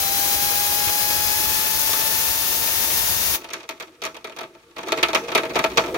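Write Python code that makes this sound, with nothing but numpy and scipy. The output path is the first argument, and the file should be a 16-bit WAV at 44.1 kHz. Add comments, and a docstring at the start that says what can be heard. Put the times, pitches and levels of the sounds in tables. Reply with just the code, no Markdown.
"""On a workbench, a jet of compressed air drives two meshed wooden gears. The turbulent jet hisses,
and the teeth chop it, as in a siren, into a rising whine. The air is shut off and the gears coast.
Loose teeth knock and rattle across their play, each impact exciting the modes of wheels and bench;
the knocks grow harder and the axles rumble as the wheels slow and wobble on their bolts."""
import sys
import numpy as np
from scipy import signal
from scipy.fft import rfft, irfft
from scipy.io import wavfile
from scipy.ndimage import uniform_filter1d

SR = 44100
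rng = np.random.default_rng(int(sys.argv[2]) if len(sys.argv) > 2 else 0)


def persist_wave(psi):
    """Save psi, clipped to +-1, as 16-bit WAV."""
    counts = np.round(np.clip(psi, -1, 1) * 32767).astype(np.int16)
    wavfile.write(sys.argv[1], SR, np.atleast_2d(counts).T)


N = 263276

# teeth knocking across their play: t/s, relative peak level/dB
TOOTH_IMPACTS = [(0.874, -17), (1.103, -18), (1.663, -21), (1.93, -14), (2.675, -18.5), (2.899, -17.5),
                 (3.338, -16), (3.442, -25.5), (3.503, -25.5), (3.533, -17), (3.69, -16.5), (3.707, -25),
                 (3.799, -21), (3.823, -26), (4.018, -19), (4.036, -17.5), (4.051, -15.5), (4.062, -19),
                 (4.144, -27), (4.165, -25), (4.243, -20), (4.271, -26.5), (4.296, -27.5), (4.32, -30.5),
                 (4.363, -24.5), (4.386, -19), (4.408, -20.5), (4.431, -23.5), (4.55, -35), (4.764, -23),
                 (4.782, -20.5), (4.831, -22), (4.87, -20.5), (4.883, -15.5), (4.92, -7), (4.973, -14.5),
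                 (4.984, -18), (5.028, -3.5), (5.084, -13), (5.102, -22), (5.131, -11.5), (5.147, -4),
                 (5.282, -19), (5.317, -13.5), (5.349, -3.5), (5.376, -6.5), (5.433, -15), (5.45, -17.5),
                 (5.5, -20.5), (5.554, -8.5), (5.561, -10), (5.589, -7), (5.64, -5), (5.72, -29),
                 (5.772, -2), (5.837, -16.5), (5.879, -20.5), (5.943, -13), (5.956, -15)]
EDGES_HZ = np.geomspace(22, 19000, 27)
CENTRES_HZ = np.sqrt(EDGES_HZ[1:] * EDGES_HZ[:-1])
SHUT_OFF_S, WOBBLE_S = 3.355, 4.76   # the valve shuts; the slowed wheels start to wobble


def from_db(db):
    """Amplitude ratio of a level in decibels."""
    return 10 ** (np.asarray(db) / 20)


def unit_rms(x):
    """Normalisation to unit mean power."""
    return x / np.sqrt(np.mean(x ** 2) + 1e-20)


def at_hz(rows, hz):
    """Interpolation of each column on a logarithmic frequency axis."""
    points, *columns = np.transpose(rows)
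    return [np.interp(np.log(hz + 1e-9), np.log(points), c) for c in columns]


def pan(db):
    """Left and right gains for an interchannel level difference."""
    return from_db(np.array([[.5], [-.5]]) * db)


def drift(rate):
    """Low-pass random process of unit spread, changing about rate times a second."""
    step, warm_up = 40, 2000
    pole = np.exp(-2 * np.pi * rate * step / SR)
    white = rng.standard_normal(N // step + warm_up + 2)
    slow = signal.lfilter([1], [1, -2 * pole, pole * pole], white)[warm_up:]
    return np.interp(np.arange(N) / step, np.arange(len(slow)), unit_rms(slow))


def stereo_pair(mid, side, correlation):
    """Sum and difference of independent noises give two channels of a set correlation."""
    return np.sqrt(1 + correlation) * mid + np.sqrt(1 - correlation) * side * np.array([[1], [-1]])


def steady_noise(spectrum, correlation, balance_db, lag_ms=0):
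    """Spectral shaping of stereo noise, at unit rms, by three tables over frequency."""
    hz = np.arange(N // 2 + 1) * SR / N
    bins = stereo_pair(*rfft(rng.standard_normal((2, N))), at_hz(correlation, hz)[0])
    bins = bins * from_db(at_hz(spectrum, hz)[0]) * pan(at_hz(balance_db, hz)[0])
    bins[1] *= np.exp(-2j * np.pi * hz * lag_ms / 1000)
    return unit_rms(irfft(bins, N))


def resonance(x, hz, width_hz):
    """Damped oscillator: a two-pole band-pass with unit peak gain."""
    r = np.exp(-np.pi * width_hz / SR)
    feedback = [1, -2 * r * np.cos(2 * np.pi * hz / SR), r * r]
    return signal.lfilter(np.array([1, 0, -1]) * (1 - r * r) / 2, feedback, x)


def workshop_hush():
    """Stationary ambient noise, coherent between the channels at low frequencies."""
    spectrum = [(18, -38), (30, -6), (120, 0.5), (335, -7), (907, -45), (1120, 2), (1490, -5), (3640, -9.5),
                (12500, -19), (15800, -26)]   # f/Hz, relative spectral level/dB
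    return from_db(-59) * steady_noise(spectrum, [(100, 0.95), (2000, .1)], [(100, 0)])


def axle_rumble(wander_db=6.0, bench_db=-11.5):
    """Friction of bores on bolts excites low modes; the wobble swells each and shakes the bench."""
    modes = [(348.3, 77, 8.5), (465, 51, 5.5), (501, 155, -4), (638, 81, -4.5)]   # wheels on their axles: f/Hz, bandwidth/Hz, relative level/dB
    bench = [(25, -20), (45, -11), (62, 9), (90, -5), (150, 0), (300, 4), (600, -24)]   # thud of the bench: f/Hz, relative spectral level/dB
    rub = stereo_pair(*rng.standard_normal((2, N)), 0.98)
    drone = 0
    for hz, width, db in modes:
        swell = from_db(db + wander_db * np.clip(drift(8.3), -2, 1.5))
        drone = drone + swell * resonance(resonance(rub, hz, width), hz, width)
    return unit_rms(drone) + from_db(bench_db) * steady_noise(bench, [(100, 0.95)], [(100, 0)])


def wood_response(room_t60=0.28, rise_s=0.00061, chatter_db=4.5, chatter_s=0.038):
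    """Impulse response of a tooth contact: dense damped modes, main resonances and reverberation."""
    spectrum = [(50, -31.5), (130, -17.5), (290, -3), (600, -0.5), (1200, -1), (1800, -1.5), (2600, -2),
                (4200, -14.5), (5300, -16), (6600, 3), (8200, -26.5), (12000, -6.5), (16000, -50)]   # colour of a knock: f/Hz, relative spectral level/dB
    modes = [(375, 45, 3.5), (480, 75, 3.5), (646.5, 19.4, 11), (763, 62, -12), (888, 45, 9),
             (1150, 27, 3.5), (1262, 110, 6.5), (1324, 50, 9), (1343, 140, -40), (2162, 31, 6),
             (2475, 150, 8), (3394, 170, 6), (3770, 560, 8.5), (4390, 110, 13.5)]   # resonances and dips of wheels and bench: f/Hz, bandwidth/Hz, gain/dB
    correlation = [(60, 0.9), (330, 1), (650, 0.75), (1400, 0.23), (3000, 0.037)]   # f/Hz, left-right correlation
    damping = [(149, 0.098, -11), (393, 0.033, -18), (1170, 0.11, -11.5), (3080, 0.073, -19),
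               (6500, 0.03, -19.5), (9000, 0.03, -21.5)]   # f/Hz, T60 of the wood/s, level of the workshop's echo/dB
    t = np.arange(SR // 3) / SR
    # the flanks bounce on each other, breaking the attack into tiny clicks
    chatter = from_db(chatter_db * np.clip(drift(850)[:len(t)], -2, 2) * np.exp(-t / chatter_s))
    attack = chatter * (1 - np.exp(-t / rise_s))
    bands = []
    for low, high, hz in zip(EDGES_HZ, EDGES_HZ[1:], CENTRES_HZ):
        t60, echo_db = at_hz(damping, hz)
        decay = np.hypot(from_db(-60 * t / t60), from_db(echo_db - 60 * t / room_t60))
        band = signal.butter(2, [low, high], "band", fs=SR, output="sos")
        mid, side = signal.sosfilt(band, rng.standard_normal((2, len(t))) * attack * decay)
        ring = stereo_pair(unit_rms(mid), unit_rms(side), at_hz(correlation, hz)[0])
        bands.append(unit_rms(ring) * np.sqrt(high - low) * from_db(at_hz(spectrum, hz)[0]))
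    bands = np.array(bands)
    bands = bands + sum((from_db(db) - 1) * resonance(bands, hz, width) for hz, width, db in modes)
    onset = bands.sum(axis=0)[:, :SR // 100]
    return bands / np.sqrt(np.mean(onset ** 2))


def tooth_rattle(spots, per_s=200, spread_db=6.5, soft_hz=7000):
    """Shot noise: light, soft tooth contacts fall at random all round the rims."""
    out = 0
    for response in spots:
        clicks = (rng.random(N) < per_s / len(spots) / SR) * rng.choice([-1, 1], N)
        sizes = from_db(spread_db * np.clip(rng.standard_normal(N), -2, 2))
        out = out + signal.oaconvolve([clicks * sizes], response.sum(axis=0), axes=1)[:, :N]
    return unit_rms(signal.lfilter(*signal.butter(1, soft_hz, fs=SR), out))


def running_gain(flow, levels, settle_db_per_s=30):
    """Envelope: steady under the jet; a jump and decay at shut-off; a jump and growth in the wobble."""
    driven_db, freed_db, settled_db, wobble_db, growth_db_per_s = levels
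    t = np.arange(N) / SR
    settling_db = np.maximum(freed_db - settle_db_per_s * np.maximum(t - SHUT_OFF_S, 0), settled_db)
    coasting_db = np.where(t < WOBBLE_S, settling_db, wobble_db + growth_db_per_s * (t - WOBBLE_S))
    return flow * from_db(driven_db) + (1 - flow) * uniform_filter1d(from_db(coasting_db), size=400)


def running_gears(spots, flow, rocking_db=-33.5, rocking_db_per_s=176):
    """Amplitude modulation of rumble and rattle; each knock rocks the wheels and swells the rumble."""
    # driven level/dB, at shut-off/dB, settled/dB, at the start of the wobble/dB, growth/(dB/s)
    rumble_levels = (-66, -45.5, -57.5, -46, 13.5)
    rattle_levels = (-40.5, -37, -58, -39, 0.5)
    t = np.arange(N) / SR
    rocking = sum((t > s) * from_db(peak_db + rocking_db - rocking_db_per_s * np.abs(t - s))
                  for s, peak_db in TOOTH_IMPACTS)
    rumble_gain = running_gain(flow, rumble_levels) + uniform_filter1d(rocking, size=200)
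    return rumble_gain * axle_rumble() + running_gain(flow, rattle_levels) * tooth_rattle(spots)


def tooth_knocks(spots, level_db=-11.0, variety_db=2.0, rebound_s=.003):
    """Backlash: a tooth strikes, then rebounds on the opposite flank; harder contact is brighter."""
    length = spots[0].shape[-1]
    out = np.zeros((2, N + 2 * length))
    scatter_db = variety_db * rng.standard_normal((len(TOOTH_IMPACTS), len(CENTRES_HZ)))
    octaves = np.log2(np.clip(CENTRES_HZ, 300, 6500) / 1500)
    top_edge = np.clip(np.log2(CENTRES_HZ / 3500), 0, 1)
    for k, (s, peak_db) in enumerate(TOOTH_IMPACTS):
        coasted_s = max(s - SHUT_OFF_S, 0)   # as the wheels slow, the tilt falls and the top fades
        tilt_db_per_octave = 4 + 0.1429 * peak_db - 2.5 * coasted_s
        colour_db = tilt_db_per_octave * octaves - 0.6 * coasted_s * top_edge + scatter_db[k]
        gains = from_db(peak_db + level_db + colour_db)
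        rebound_db = -2 + .2 * peak_db   # strong knocks spring back more
        for j, (delay_s, contact_db) in enumerate([(0, 0), (rebound_s, rebound_db)]):
            start = round((s + delay_s) * SR)
            contact = np.tensordot(gains, spots[(k + j) % len(spots)], 1)
            out[:, start:start + length] += from_db(contact_db) * contact
    return out[:, :N]


def air_flow(valve_db_per_s=700, hose_db=-16, hose_db_per_s=240):
    """Flow is 1 until shut-off, then decays exponentially: fast at the valve, slower from the hose."""
    shut_s = np.maximum(np.arange(N) / SR - SHUT_OFF_S, 0)
    return np.maximum(from_db(-valve_db_per_s * shut_s), from_db(hose_db - hose_db_per_s * shut_s))


def air_jet(flow, level_db=-20):
    """Turbulence radiates a fluttering broadband hiss; stray air buffets the left microphone."""
    hiss_spectrum = [(60, -22), (150, -10.5), (400, -7), (650, -4), (1200, -6.5), (2500, -4.5), (4000, -3),
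                     (6400, 0), (7300, -5), (8400, -6.5), (9700, -1.5), (11500, -1), (13000, .5),
                     (15900, 1), (17000, -30)]   # f/Hz, relative spectral level/dB
    correlation = [(150, 0.16), (600, 0.06), (3000, 0.072), (8000, 0.32), (15000, 0.066)]   # f/Hz, left-right correlation
    balance = [(200, 14.5), (400, 10), (700, 4), (1300, 7), (2400, 4), (8000, 4), (15000, 8)]   # f/Hz, left minus right level/dB
    buffet_spectrum = [(20, -44), (45, -3.5), (80, 0.5), (110, -1.5), (150, -14), (300, -33), (600, -28)]   # f/Hz, relative spectral level/dB
    flutter = from_db(.6 * drift(25) + .3 * drift(3))
    hiss = steady_noise(hiss_spectrum, correlation, balance, lag_ms=0.171) * flutter
    buffet = steady_noise(buffet_spectrum, [(100, 0.004)], [(100, 23)])
    gusts = from_db(-20.5 + 2.4 * drift(12))
    return from_db(level_db) * flow * (hiss + buffet * gusts)


def siren_whine(flow, jitter=0.0007, waver_db=0.34, right_lag_s=.00017):
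    """Siren principle: each tooth cuts the jet once; harmonics swell as they sweep past resonances."""
    speed = [(0.0, 782.8), (0.15, 798.1), (0.45, 816.0), (0.92, 830.9), (1.2, 839.7), (1.45, 859.7),
             (1.86, 882.6), (2.03, 877.7), (2.35, 896.4), (2.6, 903.4), (3.0, 904.3), (3.33, 915.8)]   # t/s, tooth-passing f/Hz
    # harmonic number, peak level/dB, left minus right/dB, tooth-passing f at the peak/Hz, half-width/Hz
    harmonics = [(1, -33, -3.3, 820, 69), (2, -42.5, 13.5, 866, 60), (3, -36, 2, 930, 170),
                 (4, -41.5, 10.5, 920, 180), (5, -34, -2, 734, 100), (6, -42, 19, 846, 21)]
    tooth_hz = np.interp(np.arange(N) / SR, *np.transpose(speed))
    phase = 2 * np.pi * np.cumsum(tooth_hz * (1 + jitter * drift(45))) / SR
    phase = phase - 2 * np.pi * tooth_hz * np.array([[0], [right_lag_s]])
    tone = 0
    for number, level_db, left_db, peak_hz, width_hz in harmonics:
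        detuning = (tooth_hz - peak_hz) / width_hz
        gain = from_db(level_db + waver_db * drift(2.0)) / (1 + detuning ** 2)
        tone = tone + gain * pan(left_db) * np.sin(number * phase)
    return np.sqrt(2) * tone * flow


def scene():
    """Superposition of the workshop's hush, the jet, its whine and the gears."""
    flow = air_flow()
    spots = [wood_response() for _ in range(6)]   # places on the rims, each ringing a little differently
    hush = workshop_hush()
    return hush + air_jet(flow) + siren_whine(flow) + tooth_knocks(spots) + running_gears(spots, flow)


def record(dry, cutoff_hz=15800):
    """Clipping at full scale, then band-limiting by a steep low-pass."""
    low_pass = signal.ellip(12, .1, 80, cutoff_hz, fs=SR, output="sos")
    return signal.sosfilt(low_pass, np.clip(dry, -1, 1))


dry = scene()
out = record(dry)
persist_wave(out)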